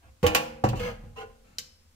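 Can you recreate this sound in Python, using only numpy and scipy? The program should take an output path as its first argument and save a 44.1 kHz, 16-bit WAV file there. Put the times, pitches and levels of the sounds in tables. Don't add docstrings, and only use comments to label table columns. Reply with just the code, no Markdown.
import sys
import numpy as np
from scipy import signal
from scipy.fft import rfft, irfft
from scipy.io import wavfile

SR = 44100
rng = np.random.default_rng(int(sys.argv[2]) if len(sys.argv) > 2 else 0)


def dump_mix(stems):
    frames = np.atleast_2d(stems).T
    limited = np.clip(frames, -1, 1)
    pcm = np.round(limited * 32767).astype(np.int16)
    wavfile.write(sys.argv[1], SR, pcm)


N = 85995
T = np.arange(N) / SR
HZ = np.fft.rfftfreq(N, 1 / SR)

# start and rise in seconds, factor on the clatter's decay time, left minus
# right in dB, five clatter levels in dB at CONTACT_HZ, ring levels in dB of shaft, jaws, spring and arm,
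# ring cut-off in Hz.
KNOCKS = [ (0.229, 0.0013, 1.22, -0.5, -27.5, -34, -37, -43.5, -46.5, -25, -46, -49, -62, 930),
          (0.2368, 0.0071, 4.1, -4.5, -53, -34, -42, -53, -64, -8, -18.5, -41, -52, 920),
          (.2650, 0.0018, 0.61, -1, -50, -38, -25.5, -28.5, -29, -28, -26.5, -60.5, -66, 4000),
          (0.3479, 0.0015, 0.71, -1, -57, -19.5, -19.5, -23, -24, -33, -24.5, -32.5, -47, 5470),
          (.6385, 0.0017, 1.04, -1, -32.5, -21.5, -41.5, -39.5, -51, -29.5, -29, -38.5, -19, 1780),
          (0.687, 0.0026, 0.58, -3, -54, -77, -35, -40, -43, -52, -54, -68, -28.5, 300),
          (.7310, 0.001, 1.08, 0, -36, -38.5, -49, -73, -70, -33.5, -54, -50, -30.5, 1210),
          (0.793, 0.0038, 1.3, -4.5, -58, -73, -39, -49.5, -53, -50, -50, -52, -33, 302),
          (1.031, 0.007, 2.2, -1.5, -47.5, -71.5, -66.5, -78, -76, -63, -66, -52.5, -43.5, 400),
          (1.5845, 0.00034, 0.5, 0, -64, -57, -37, -29.5, -40, -49.5, -66.5, -56, -61.5, 605)]
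CONTACT_HZ = [100, 800, 2800, 6000, 14000]
# frequency in Hz, seconds to fall 60 dB.
CLATTER_T60 = [(60, 0.26), (300, 0.15), (1000, 0.14), (3000, 0.17), (6000, 0.16), (14000, 0.1)]
ROOM_T60 = [(100, 0.527), (500, 0.74), (2000, 0.51), (6000, 0.41), (14000, 0.33)]
# frequency in Hz, gain in dB.
STEEL_COLOUR = [(40, -7), (90, 8.5), (250, 3), (400, 0), (800, -5), (1300, -1.5), (2000, -1.5), (2850, 1.5),
                (3500, -4), (5500, -1.5), (7200, -0.5), (9500, -5), (14000, 2)]
# frequency in Hz, level in dB, seconds to fall 60 dB.
SHAFT_MODES = [(88.9, -20.5, 0.39), (283.4, -19.5, 0.16), (484, -4, 0.28), (1094, -17, .15)]
JAW_MODES = [(311, -10.5, .55), (491, -1, .42), (597, -11, .38), (681, -11, .33), (791, -8, .42),
             (828, 1.5, .36), (1030, -8, .22), (1116, 0, .2), (1388, -9, .3), (1619, -12, .25),
             (1777, -8, .27), (2482, -1.5, .27), (2714, -4, .22), (2820, -5, .22), (2945, -3, .14),
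             (3719, -11, .18), (5280, -10, .15), (6140, -10, .14), (7060, -11, .14)]
SPRING_MODES = [(150.8, -12, 1.2), (210, -11, 1.0), (231.5, -11, 2.8), (440, -11, .35), (473.5, -11, 1.4),
                (523, -4, 1.05), (603, -14, .5), (716, -12, .5), (791, -8, .28), (1030, -7, .2),
                (1455, 1, .13), (1670, -2, .11), (2720, -1, .08)]
ARM_MODES = [(39.6, -17.5, 0.72), (78.6, -15.5, 0.75), (121.2, -8.5, 0.57), (139, -4.5, 0.14),
             (209, -8, 0.41), (343.4, -11, 0.13), (532, -5.5, 0.19), (761.5, 9, 0.064), (965, 3, 0.1)]
SMALL_PART_MODES = [(1580, 0, .1), (2050, 0, .1), (3036, 1, .13), (3780, 9, .06), (4118, 4, .11),
                    (4650, 6, .06), (5136, -6, .25), (5172, -6, .8), (6826, -17, .4), (12500, -2, .12)]
# start in seconds, frequency in Hz, level in dB, seconds to fall 60 dB,
# ring level of the small part in dB.
SNAPS = [ (.2658, 3020, -15, .018, -56), (.3497, 2750, -12, .012, -53), (1.5844, 5000, -11, .0028, -47.5)]
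# start, attack, hold and release in seconds, five grit levels in dB
# at CONTACT_HZ, ring levels in dB of jaws and spring.
SCRAPES = [ (0.011, 0.022, 0.058, 0.04, -87, -58.5, -69.5, -86, -103, -80, -65.5),
           (0.751, 0.0054, 0.031, 0.055, -52, -65.5, -55, -51, -58.5, -42.5, -70),
           (.792, 0.014, 0.078, 0.23, -51.5, -36, -43, -51, -58, -51, -46),
           (1.156, 0.013, 0.035, 0.14, -63.5, -47, -48, -57.5, -65, -63, -50.5),
           (1.204, 0.01, 0.012, 0.073, -61.5, -44.5, -52.5, -60, -73, -66.5, -48.5),
           (1.44, 0.0069, 0.19, 0.097, -70, -67, -72, -75, -83.5, -71.5, -78)]
# start, attack, hold and release in seconds, pitch in Hz, level in dB, upward bend as a share.
HELD_TONES = [ (.672, .012, .02, .17, 119.1, -29.5, .02), (.797, .008, .09, .13, 476, -33, .036),
              (.757, .035, .012, .14, 2960, -49, .02), (.805, .05, .02, .16, 1015, -48, .01),
              (1.170, .015, .06, .22, 436, -47, .01), (1.172, .015, .06, .22, 468, -49, .01),
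              (1.163, .05, .01, .16, 788, -41, .005), (1.160, .008, .06, .17, 1030, -48, .012),
              (1.167, .008, .008, .11, 2700, -48, .015), (1.207, .008, .018, .13, 1440, -49.5, .015)]
# start, attack, hold and release in seconds, band centre in Hz, level in dB.
RUMBLES = [(0.038, 0.038, 0.044, 0.28, 81.3, -50.5), (0.26, 0.043, 0.036, 0.24, 80.5, -39),
           (0.46, 0.056, 0.036, 0.39, 58, -51), (0.669, 0.093, 0.2, 0.96, 42, -46.5),
           (0.736, 0.026, 0.13, 0.6, 90, -45), (1.039, 0.023, 0.058, 0.95, 89, -51.5),
           (1.134, 0.046, 0.18, 0.95, 43.6, -55.5)]
# frequency in Hz, relative level in dB.
ROOM_TONE = [(20, -5.5), (40, -9.5), (60, -7.5), (82, 6), (115, -27), (230, -16.5), (400, -27.5),
             (1000, -29), (3000, -32), (7000, -33), (15000, -40.5)]

PORT_LAG_S, PORT_SPREAD_HZ = 0.00031, 664
DECAY_BANDS_HZ = np.geomspace(60, 15000, 8)


def knocks(bodies, steel):
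    clatter, rings = np.zeros((2, 2, N))
    for start, rise, length, pan_db, *levels, cut_hz in KNOCKS:
        clatter_db, ring_db = levels[:5], levels[5:]
        onset = np.minimum(T / rise, 1) * amp([[pan_db / 2], [-pan_db / 2]])
        t60s = [(hz, t60 * length) for hz, t60 in CLATTER_T60]
        burst = port_noise(steel * contact_spectrum(clatter_db))
        add(clatter, start, onset * decay_by_band(burst, t60s))
        ring = sum(np.tensordot(amp(db) / (1 + (hz / cut_hz) ** 2), waves, 1)
                   for db, (hz, waves) in zip(ring_db, bodies))
        add(rings, start, onset * ring)
    return clatter, rings


def ringing(modes):
    hz, db, t60 = np.transpose(modes)[:, :, None, None]
    scatter = rng.uniform(-1.03, 1, hz.shape) * np.minimum(hz / PORT_SPREAD_HZ / 2, 1) ** 2
    port_phase = (np.pi * hz * PORT_LAG_S + scatter) * np.array([[1], [-1]])
    return hz.ravel(), amp(db - 60 * T / t60) * np.sin(2 * np.pi * hz * T + port_phase)


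def beating(body, depth=0.25, rates_hz=(3, 8)):
    hz, waves = body
    rate = rng.uniform(*rates_hz, (len(hz), 1, 1))
    return hz, waves * (1 + depth * np.sin(2 * np.pi * rate * T))


def steel_resonances(depth_db=3, width_hz=138):
    bump = np.exp(-((HZ - HZ.mean()) / width_hz * 2) ** 2)
    ripple = unit(signal.fftconvolve(rng.standard_normal(len(HZ)), bump, "same"))
    return amp(curve(STEEL_COLOUR, HZ) + depth_db * np.tanh(ripple) * np.minimum(HZ / 4000, 1))


def snaps():
    out = np.zeros((2, N))
    _, ping_waves = ringing(SMALL_PART_MODES)
    for start, hz, db, t60, ping_db in SNAPS:
        click = np.minimum(T * hz, 1) * amp(db - 60 * T / t60) * np.sin(2 * np.pi * hz * T)
        add(out, start, click + amp(ping_db) * ping_waves.sum(0))
    return out


def scrapes(jaws, spring, steel, slips_per_s=2500, spread_db=2, lowest_mode_hz=195):
    out = np.zeros((2, N))
    for start, attack, hold, release, *grit_db, jaws_db, spring_db in SCRAPES:
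        slips = (rng.random(N) < slips_per_s / SR) * rng.choice([-1, 1], N)
        strength = amp(spread_db * np.minimum(rng.exponential(1, N), 4))
        stroke = swell(start, attack, hold, release)
        force = (unit(slips * strength) * stroke)[None]
        tick = port_noise(1) * amp(-60 * T / 0.04)
        grit = convolve(force, tick / np.linalg.norm(tick[0]))
        out += irfft(rfft(grit) * steel * contact_spectrum(grit_db), N)
        for db, (hz, waves) in [(jaws_db, jaws), (spring_db, spring)]:
            ring = convolve(force, waves[hz > lowest_mode_hz].sum(0))
            out += amp(db) * unit(ring) * np.sqrt(np.mean(stroke ** 2))
    return out


def held_tones(wobble=0.012, flutter=0.18):
    out = np.zeros((2, N))
    for start, attack, hold, release, hz, db, bend in HELD_TONES:
        arch = np.sin(np.pi * np.clip((T - start) / (attack + hold), 0, 1))
        cycles = np.cumsum(hz * (1 + bend * arch + wobble * drift(63.0))) / SR
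        lag = min(2 * np.pi * hz * PORT_LAG_S, np.pi / 2)
        tone = unit(np.sin(2 * np.pi * cycles - lag * np.array([[0], [1]])))
        out += amp(db) * swell(start, attack, hold, release) * (1 + flutter * drift(56.3)) * tone
    return out


def rumbles(width_octaves=0.35):
    out = np.zeros((2, N))
    for *timing, hz, db in RUMBLES:
        band = np.exp(-0.5 * (np.log2((HZ + 1) / hz) / width_octaves) ** 2)
        out += amp(db) * swell(*timing) * unit(port_noise(band))
    return out


def garage_tail(x, delay_s=0.0035):
    tail = decay_by_band(port_noise(1), ROOM_T60) * np.clip(T / delay_s - 1, 0, 1)
    return convolve(x, tail / np.linalg.norm(tail[0]))


def room_tone(level_db=-61):
    return amp(level_db) * unit(port_noise(amp(curve(ROOM_TONE, HZ))))


def port_noise(gain):
    mid, side = rfft(rng.standard_normal((2, N)))
    side = side * np.minimum(0.04 + HZ / PORT_SPREAD_HZ, 1)
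    return irfft(np.array([mid + side, mid - side]) * gain, N)


def contact_spectrum(levels_db):
    pink = np.sqrt(SR / 2 / (HZ + 20)) * HZ / (HZ + 20)
    return amp(curve(list(zip(CONTACT_HZ, levels_db)), HZ)) * pink


def decay_by_band(x, t60s):
    spectrum, out = rfft(x), np.zeros((2, N))
    for hz, pick in zip(DECAY_BANDS_HZ, np.eye(len(DECAY_BANDS_HZ))):
        band = np.interp(np.log(HZ + 1), np.log(DECAY_BANDS_HZ), pick)
        out += irfft(spectrum * band, N) * amp(-60 * T / curve(t60s, hz))
    return out


def swell(start, attack, hold, release):
    released_s = np.maximum(T - start - attack - hold, 0)
    return np.clip((T - start) / attack, 0, 1) * amp(-60 * released_s / release)


def drift(hz):
    return unit(irfft(rfft(rng.standard_normal(N)) / (1 + (HZ / hz) ** 4), N))


def amp(db):
    return 10 ** (np.asarray(db) / 20)


def unit(x):
    return x / np.sqrt(np.mean(x ** 2) + 1e-20)


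def curve(points, hz):
    point_hz, value = np.transpose(points)
    return np.interp(np.log(hz + 1), np.log(point_hz + 1), value)


def add(mix, start, sound):
    part = mix[:, max(round(start * SR), 0):]
    part += sound[:, :part.shape[1]]


def convolve(x, response):
    return signal.fftconvolve(x, response, axes=1)[:, :N]


def scene():
    shaft, jaws = ringing(SHAFT_MODES), ringing(JAW_MODES)
    spring, arm = beating(ringing(SPRING_MODES)), ringing(ARM_MODES)
    steel = steel_resonances()
    clatter, rings = knocks([shaft, jaws, spring, arm], steel)
    contacts = clatter + snaps() + scrapes(jaws, spring, steel)
    rings = rings + held_tones()
    room = garage_tail(amp(-12) * contacts + amp(-16.5) * rings)
    return contacts + rings + room + rumbles() + room_tone()


def record(dry):
    lowpass = signal.firwin(255, cutoff=15700, window=("kaiser", 9), fs=SR)
    return signal.oaconvolve(dry, lowpass[None], "same")


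dry = scene()
out = record(dry)
dump_mix(out)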